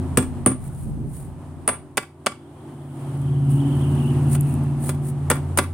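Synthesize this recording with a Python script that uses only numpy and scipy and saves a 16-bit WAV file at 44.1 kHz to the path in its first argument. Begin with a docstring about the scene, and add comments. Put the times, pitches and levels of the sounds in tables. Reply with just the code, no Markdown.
"""A car engine hums in a light wind, and almost at once a soft-faced mallet knocks on a wooden stool.
Each blow drives a joint home: the frame thumps, the joint clacks and squeaks as it slips,
and a house wall sends back an echo. Between blows the stool is turned over, rustling on the grass.
The engine's firings make a boom that swells and fades, along with a deep drone and a thin whistle."""
import sys
import numpy as np
from scipy import signal
from scipy.fft import rfft, irfft
from scipy.io import wavfile
from scipy.ndimage import uniform_filter1d

SR = 44100
rng = np.random.default_rng(int(sys.argv[2]) if len(sys.argv) > 2 else 0)


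def digitize_waveform(pressure):
    """Quantize a signal to 16-bit integers and store it at the path in sys.argv[1].

    Rows of a 2-D input are taken as channels; values are limited to [-1, 1].
    """
    field = np.atleast_2d(pressure).T
    bounded = np.clip(field, -1, 1)
    quanta = np.round(bounded * 32767).astype(np.int16)
    wavfile.write(sys.argv[1], SR, quanta)


N = 252869

# Levels in the tables are relative: the functions add their own gains.
# how fast the engine fires: t/s, f/Hz
FIRING_RATE = [(0, 138), (.6, 136), (.9, 139.7), (1.2, 144.5), (1.8, 146.5), (2.7, 144.5), (3, 140.3),
               (3.4, 140.3), (4.2, 142.7), (5.73, 143)]
# low and higher exhaust tones, each with its own swell:
# multiple of the engine cycle, level/dB, swell t/s, swell height/dB
BOOM_TONES = [(5, -16.5, 6.3, 46), (7, -12, 5.26, 1), (8, -2, 2.93, 1.5), (10, -22, 0.33, 12.5)]
PIPE_TONES = [(12.92, -10.5, 4.5, 11.6), (13.89, -7.5, 4, 4.7), (14.83, -16.5, -0.43, 23.8),
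              (15.86, -8.5, 3.5, 8.4), (16.78, -15.5, 4, 7.9), (18.65, -17, 2.5, 9.8),
              (19.91, -18.5, 4, 7.2), (20.86, -12, 3, 3.9)]
# loudness of the exhaust, the rush of fan and valves, and the drone: t/s, level/dB
BOOM_LOUDNESS = [(0.0, -32), (0.27, -36), (1.47, -41), (1.74, -50.5), (2.44, -56), (3.14, -29), (3.29, -22),
                 (3.51, -20.5), (4.33, -19.5), (4.85, -27.5), (5.34, -27), (5.73, -40.5)]
RUSH_LOUDNESS = [(0.0, -45.5), (0.43, -47.5), (0.57, -51), (0.91, -53.5), (1.71, -51), (2.03, -58),
                 (2.95, -49), (3.77, -40.5), (4.48, -43), (5.12, -46.5), (5.25, -46), (5.73, -49)]
DRONE_LOUDNESS = [(0.0, -28), (0.49, -34.5), (1.04, -42.5), (1.55, -39), (1.87, -50), (2.78, -55),
                  (3.78, -29.5), (4.02, -31), (5.11, -38.5), (5.38, -30), (5.73, -63)]
# tone colour of the fan and valves, the wind, and the wood's crack: f/Hz, level/dB
RUSH_COLOUR = [(60, -1), (110, 20), (200, 8), (350, 13.5), (470, 2.5), (600, 5.5), (820, 6), (1100, 0.5),
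               (1500, -7.5), (2400, -16), (3050, -17), (3700, -22), (4400, -24.5), (6000, -30), (9000, -29),
               (12000, -33.5), (16000, -34)]
WIND_COLOUR = [(15, -7), (30, -9), (55, 6), (70, 0), (160, 5), (500, -57.5)]
CRACK_COLOUR = [(150, -7), (500, 9.5), (900, 0), (1400, -1), (2500, -0.5), (3300, -5), (4100, -9.5),
                (4900, -9.5), (6500, -13), (9000, -8.5), (12000, -14), (16000, -12.5)]
# gusts over the microphone: t/s, rise/s, fall/s, level/dB
WIND_GUSTS = [(.33, 0.61, 0.3, -39.5), (.95, 0.25, 0.39, -38.5), (1.65, .2, 0.26, -54),
              (3.7, 0.48, 0.74, -48.5), (4.9, 0.85, 1, -46.5)]
# tones the stool's frame rings at: f/Hz, level/dB, time to fade by 60 dB/s
FRAME_TONES = [(127.2, -10.5, 0.2), (198, -10.5, 0.13), (251.7, -2.5, 0.086), (330.6, -6, 0.036),
               (378.2, -9.5, 0.2), (467, 1.5, 0.026), (533, 2, 0.03), (580, -2, 0.043), (741, -10.5, 0.073),
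               (774, -13.5, 0.08), (878, -16, 0.14), (1037, 0, 0.043), (1161, -4.5, 0.077),
               (1274, 11.5, 0.013), (1406, 0.5, 0.049), (1424, 1.5, 0.028), (1508, 0, 0.028),
               (1648, -8.5, 0.054), (1795, -5.5, 0.031), (2020, -15, 0.082), (2072, -11.5, 0.044),
               (2270, -10, 0.042), (2340, -9.5, 0.046), (2760, -18.5, 0.07), (2930, -21, 0.032),
               (3450, -11, 0.086), (4720, -1, 0.021), (5520, -18.5, 0.031), (6330, -5, 0.023)]
# mallet blows: t/s, strength/dB, thump/dB, crack/dB, snap/dB, rebound delay/s, rebound/dB,
# muffling/(dB/s), echo/dB, squeak level/dB, squeak f/Hz, amount of waver in the squeak
MALLET_BLOWS = [ (0.1724, -16, 13.5, -2.5, 1, 0.012, -9.5, 9, -0.5, -22.5, 8530, .2),
                (0.4610, -15, 12, -9.5, -8.5, 0.012, -14, 6, 1.5, -17.5, 9210, 0.14),
                (1.6766, -16.5, -5.5, -11.5, -8.5, .0118, 0.5, 2, 0.5, -19.5, 9330, 0.26),
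                (1.9714, -19, -6, -3, -0.5, 0.0053, 7, 450, -5, -37, 8230, 0.22),
                (2.2618, -17.5, -7.5, -4.5, -7, .0044, 7.5, 548.5, -5, -34.5, 8470, 0.49),
                (5.3005, -13, 2.5, -7, -0.5, .0124, -1, 108, -1.5, -30, 9200, 0.67),
                (5.5740, -16, -1.5, -8, 2.5, 0.012, 7, 100, -3, -28, 9370, 0.38), ]
# sleeves, strap and grass brushing the stool: t/s, rise/s, fall/s, level/dB
BRUSHES = [(0.66, 0.05, 0.038, -52.5), (0.80, 0.074, 0.1, -55), (1.17, 0.073, 0.094, -51.5),
           (3.22, 0.41, 0.072, -62.5), (3.51, 0.012, 0.049, -49), (3.9, 0.43, 0.56, -55),
           (4.35, 0.043, 0.012, -37), (4.50, 0.09, 0.06, -52.5), (4.88, 0.057, 0.033, -39.5),
           (5.085, 0.042, 0.027, -45.5)]
# the stool rolling over on the ground: t/s, rise/s, fall/s, level/dB
ROLLS = [(0.87, 0.019, 0.039, -27), (1.03, 0.088, 0.097, -29), (1.27, 0.027, 0.042, -37.5)]
# the stool bumping down: t/s, strength/dB, thump/dB, crack/dB, snap/dB
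GROUND_BUMPS = [(4.35, -32, 5, -1.5, -1), (4.892, -26.5, 5.5, -3.5, 1)]
# dry stalks snapping: t/s, level/dB
STALK_SNAPS = [(4.4096, -28), (4.541, -39), (4.637, -43)]

T = np.arange(N) / SR  # the time of every sample, in seconds


def undb(db):
    """Turn decibels into a number to multiply by."""
    return 10 ** (np.asarray(db) / 20)


def curve(rows):
    """Join (time, value) points with straight lines, giving a value at every sample."""
    return np.interp(T, *np.transpose(rows))


def fade(t, t60):
    """Die away, 60 dB down after t60 seconds."""
    return np.exp(-np.log(1000) * t / t60)


def colour(points, hz):
    """Read the gain at each frequency from an outline of (f/Hz, level/dB) points."""
    f, db = np.transpose(points)
    return undb(np.interp(np.log(hz + 1), np.log(f), db))


def noise(points, size, apart_hz=5000):
    """Coloured stereo noise of strength 1; left and right agree well below apart_hz and differ above."""
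    hz = np.arange(size // 2 + 1) * SR / size
    mid, side = rfft(rng.standard_normal((2, size))) * colour(points, hz)
    side = side * hz / np.hypot(hz, apart_hz)
    x = irfft(np.array([mid + side, mid - side]), size)
    return x / x.std()


def wobble(rate):
    """A smooth random wobble, about 1 in size, with rate new values a second."""
    hold = int(SR / rate)
    steps = np.repeat(rng.standard_normal(N // hold + 1), hold)
    return 1.7 * uniform_filter1d(uniform_filter1d(steps, hold), hold)[:N]


def add(out, s, x):
    """Mix x into out, starting at s seconds."""
    i = int(s * SR)
    out[:, i:i + x.shape[1]] += x[:, :N - i]


def swells(rows):
    """A loudness curve made of smooth rises and falls."""
    return sum(undb(db) * np.exp(-((T - s) / np.where(T < s, rise, fall)) ** 2)
               for s, rise, fall, db in rows)


def exhaust(cycles, tones, flutter_db, jitter_rad, lead_rad=0.048):
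    """Tones at multiples of the engine cycle; uneven burning shakes their level and timing."""
    out = 0
    for multiple, db, swell_s, swell_db in tones:
        swell = swell_db * np.exp(-((T - swell_s) / 0.75) ** 2)
        gain = undb(db + swell + flutter_db * wobble(14))
        phase = 2 * np.pi * multiple * cycles + jitter_rad * wobble(13)
        out = out + np.sqrt(2) * gain * np.sin([phase - lead_rad, phase + lead_rad])
    return out


def engine():
    """Firings make the boom; unequal pipes add higher tones, which grow as the fan and valves rush."""
    cycles = np.cumsum(curve(FIRING_RATE)) / SR / 8  # eight firings a cycle
    boom_db, rush_db = curve(BOOM_LOUDNESS), curve(RUSH_LOUDNESS)
    pipes_db = -28.5 + 1.336 * (rush_db - rush_db.max())
    boom = undb(boom_db + 3) * exhaust(cycles, BOOM_TONES, flutter_db=1.3, jitter_rad=0.12)
    pipes = undb(pipes_db) * exhaust(cycles, PIPE_TONES, flutter_db=2.5, jitter_rad=0.49)
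    rush = undb(rush_db + 7.5 + 0.93 * wobble(15)) * noise(RUSH_COLOUR, N, apart_hz=2350)
    return boom + pipes + rush


def drone(hz=86.2):
    """A deep drone wavers around one pitch while it swells and fades."""
    phase = 2 * np.pi * hz * T + 0.49 * wobble(12)
    lead = 0.05 + 0.1 * wobble(3.6)  # puts left and right slightly out of step
    gain = undb(curve(DRONE_LOUDNESS) - 0.5 + 1.2 * wobble(4.8))
    return np.sqrt(2) * gain * np.sin([phase - lead, phase + lead])


def wind():
    """Light gusts rumble over the microphone's openings."""
    strength = undb(-80.5) + swells(WIND_GUSTS)  # calm air plus gusts
    return strength * undb(7.5 + 1.1 * wobble(9.7)) * noise(WIND_COLOUR, N, apart_hz=70)


def frame_ring(t, force):
    """The frame rings at its own tones, a little differently wherever it is struck."""
    hz, db, t60 = np.transpose(FRAME_TONES)[:, :, None]
    size, detune, direction = rng.standard_normal((3, len(FRAME_TONES), 1))
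    signs = (-1) ** np.arange(len(FRAME_TONES))[:, None]  # every other tone starts the opposite way
    gain = undb(db + 0.47 * size) * colour(force, hz) * signs
    phase = 2 * np.pi * hz * (1 + 0.0087 * detune) * t
    lead = hz / 7000 * (0.26 + direction)  # short waves reach left and right out of step
    ring = [np.sum(gain * np.sin(phase + side * lead) * fade(t, t60), axis=0) for side in (1, -1)]
    return np.array(ring) * (1 - np.exp(-t / 0.0033))


def crack(t, force):
    """Countless tones of the wood blur into noise, gone in a few hundredths of a second."""
    hz = np.arange(len(t) // 2 + 1) * SR / len(t)
    ring = irfft(rfft(noise(CRACK_COLOUR, len(t))) * colour(force, hz), len(t))
    return ring * fade(t, 0.045) * (1 - np.exp(-t / 0.00032))


def contact(t, db, thump_db, crack_db, snap_db):
    """One hit rings the wood; the shape of its force sets the bass and the treble."""
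    force = [(315, db + thump_db),  # f/Hz, level/dB
             (683, db - 2 + 0.18 * thump_db),  # a dip, filled in by a heavy thump
             (1257, db),  # the clack
             (5100, db + crack_db), (12100, db + snap_db)]
    return undb(-1.5) * frame_ring(t, force) + undb(4) * crack(t, force)


def knocks():
    """Mallet blows, then bumps on the ground. Returns the direct sound and the sound sent to the yard."""
    direct, to_yard = np.zeros((2, 2, N))
    t = np.arange(SR // 3) / SR
    for blow in MALLET_BLOWS:
        s, db, thump_db, crack_db, snap_db, rebound_s, rebound_db, muffle_db_per_s, echo_db = blow[:9]
        hand = undb(-muffle_db_per_s * t)  # the steadying hand muffles the ring
        # the blow, then the frame bouncing back into its joint with less snap
        for delay_s, gain_db, dull_db in ((0, 0, 0), (rebound_s, rebound_db, -14)):
            knock = hand * contact(t, db + gain_db, thump_db, crack_db, snap_db + dull_db)
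            add(direct, s + delay_s, knock)
            add(to_yard, s + delay_s, undb(echo_db) * knock)
    for s, *force_db in GROUND_BUMPS:
        bump = contact(t, *force_db)
        add(direct, s, bump)
        add(to_yard, s, bump)
    return direct, to_yard


def joint_squeaks():
    """A peg slips in its hole at each blow and, more softly, at the rebound: a short, shaky chirp."""
    out, t = np.zeros((2, N)), np.arange(SR // 10) / SR
    envelope = fade(t, 0.017) * (1 - np.exp(-t / 0.00027))
    pitch_rise = 1 - 0.058 * np.exp(-t / 0.00051)
    for s, *_, rebound_s, _, _, _, db, hz, waver in MALLET_BLOWS:
        for delay_s, slip_db in ((0, 0), (rebound_s, -7)):
            slips = uniform_filter1d(rng.standard_normal(len(t)), 30)
            phase = 2 * np.pi * np.cumsum(hz * (pitch_rise + waver * slips)) / SR
            chirp = np.array([np.sin(phase), np.cos(phase)])  # left and right a quarter wave apart
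            add(out, s + delay_s, undb(db + slip_db + 5.5) * chirp * envelope)
    return out


def yard_echo(x, scatter_db, scatter_t60, wall_db, wall_s=0.052, wall_t60=0.024):
    """Ground, steps and parked cars scatter the sound; the house wall sends back a smeared echo."""
    t = np.arange(SR // 2) / SR
    scatter_colour = [(100, 14), (1000, 9), (4500, 9.5), (9000, 4), (16000, 2.5)]
    scatter = noise(scatter_colour, len(t), apart_hz=2520)
    scatter *= fade(t, scatter_t60) * np.clip((t - 0.003) / 0.0027, 0, 1)
    wall_colour = [(200, -0.5), (950, 1.5), (1350, 8.5), (1750, 4), (2400, 2.5), (9000, -6),
                   (16000, -0.5)]
    wall = noise(wall_colour, len(t), apart_hz=2490)
    wall *= fade(np.abs(t - wall_s), wall_t60) * (t > wall_s)
    response = sum(undb(db) * echo / np.sqrt(np.sum(echo ** 2) / 2)
                   for echo, db in ((scatter, scatter_db), (wall, wall_db)))
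    return signal.fftconvolve(x, response, axes=1)[:, :N]


def turning_stool():
    """Turning the stool makes grainy swishes, dull scuffs on the ground and a few snapping stalks."""
    brush_colour = [(500, 14), (2000, 2.5), (3600, -2.5), (4400, -3), (6000, -6.5), (9200, 5),
                    (11500, 0), (16000, 3)]
    scuff_colour = [(40, -35), (110, -0.5), (190, -0.5), (300, -7), (500, -24), (2000, -69), (8000, -82)]
    snap_colour = [(4000, -25), (8000, -10), (12000, 4), (16000, -16)]
    out = noise(brush_colour, N, apart_hz=3060) * swells(BRUSHES) * undb(1.9 * wobble(330))
    out += noise(scuff_colour, N) * swells(ROLLS)
    t = np.arange(SR // 20) / SR
    for s, db in STALK_SNAPS:
        add(out, s, undb(db) * noise(snap_colour, len(t)) * fade(t, 0.0063))
    return out


def whistle():
    """A thin, fluttering whistle near 3 kHz sounds over the engine and sinks in pitch."""
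    glide_hz = np.interp(T, [2.4, 3, 3.9, 4.6], [3260, 3080, 2980, 2610])
    hz = glide_hz + 110 * wobble(250) + 20 * wobble(12)
    phase = 2 * np.pi * np.cumsum(hz) / SR
    tone = np.sqrt(2) * np.sin([phase, phase + 2.76 * wobble(300)])
    flutter = undb(1.5 * wobble(40))
    loudness = swells([(2.55, 0.32, 0.96, -71.5), (4.09, 0.57, 0.044, -51.5), (4.4, 0.9, 0.31, -55)])
    return flutter * tone * loudness


def scene():
    """Mix the stool and its echoes with the engine and the open air."""
    direct, to_yard = knocks()
    squeaks = joint_squeaks()
    echoes = yard_echo(to_yard, scatter_db=-13, scatter_t60=0.27, wall_db=-20)
    echoes += yard_echo(squeaks, scatter_db=-3, scatter_t60=0.2, wall_db=-35)
    return direct + squeaks + echoes + turning_stool() + engine() + whistle() + drone() + wind()


def record(dry, ring_hz=9150, width_hz=1700, ring_db=12, top_hz=16000):
    """The microphone's openings ring in the high treble; loud peaks are rounded and the top is cut."""
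    ring = signal.lfilter(*signal.iirpeak(ring_hz, ring_hz / width_hz, fs=SR), dry)
    rounded = np.tanh(dry + undb(ring_db) * ring)
    return signal.sosfilt(signal.ellip(8, 0.2, 80, top_hz, fs=SR, output="sos"), rounded)


dry = scene()
out = record(dry)
digitize_waveform(out)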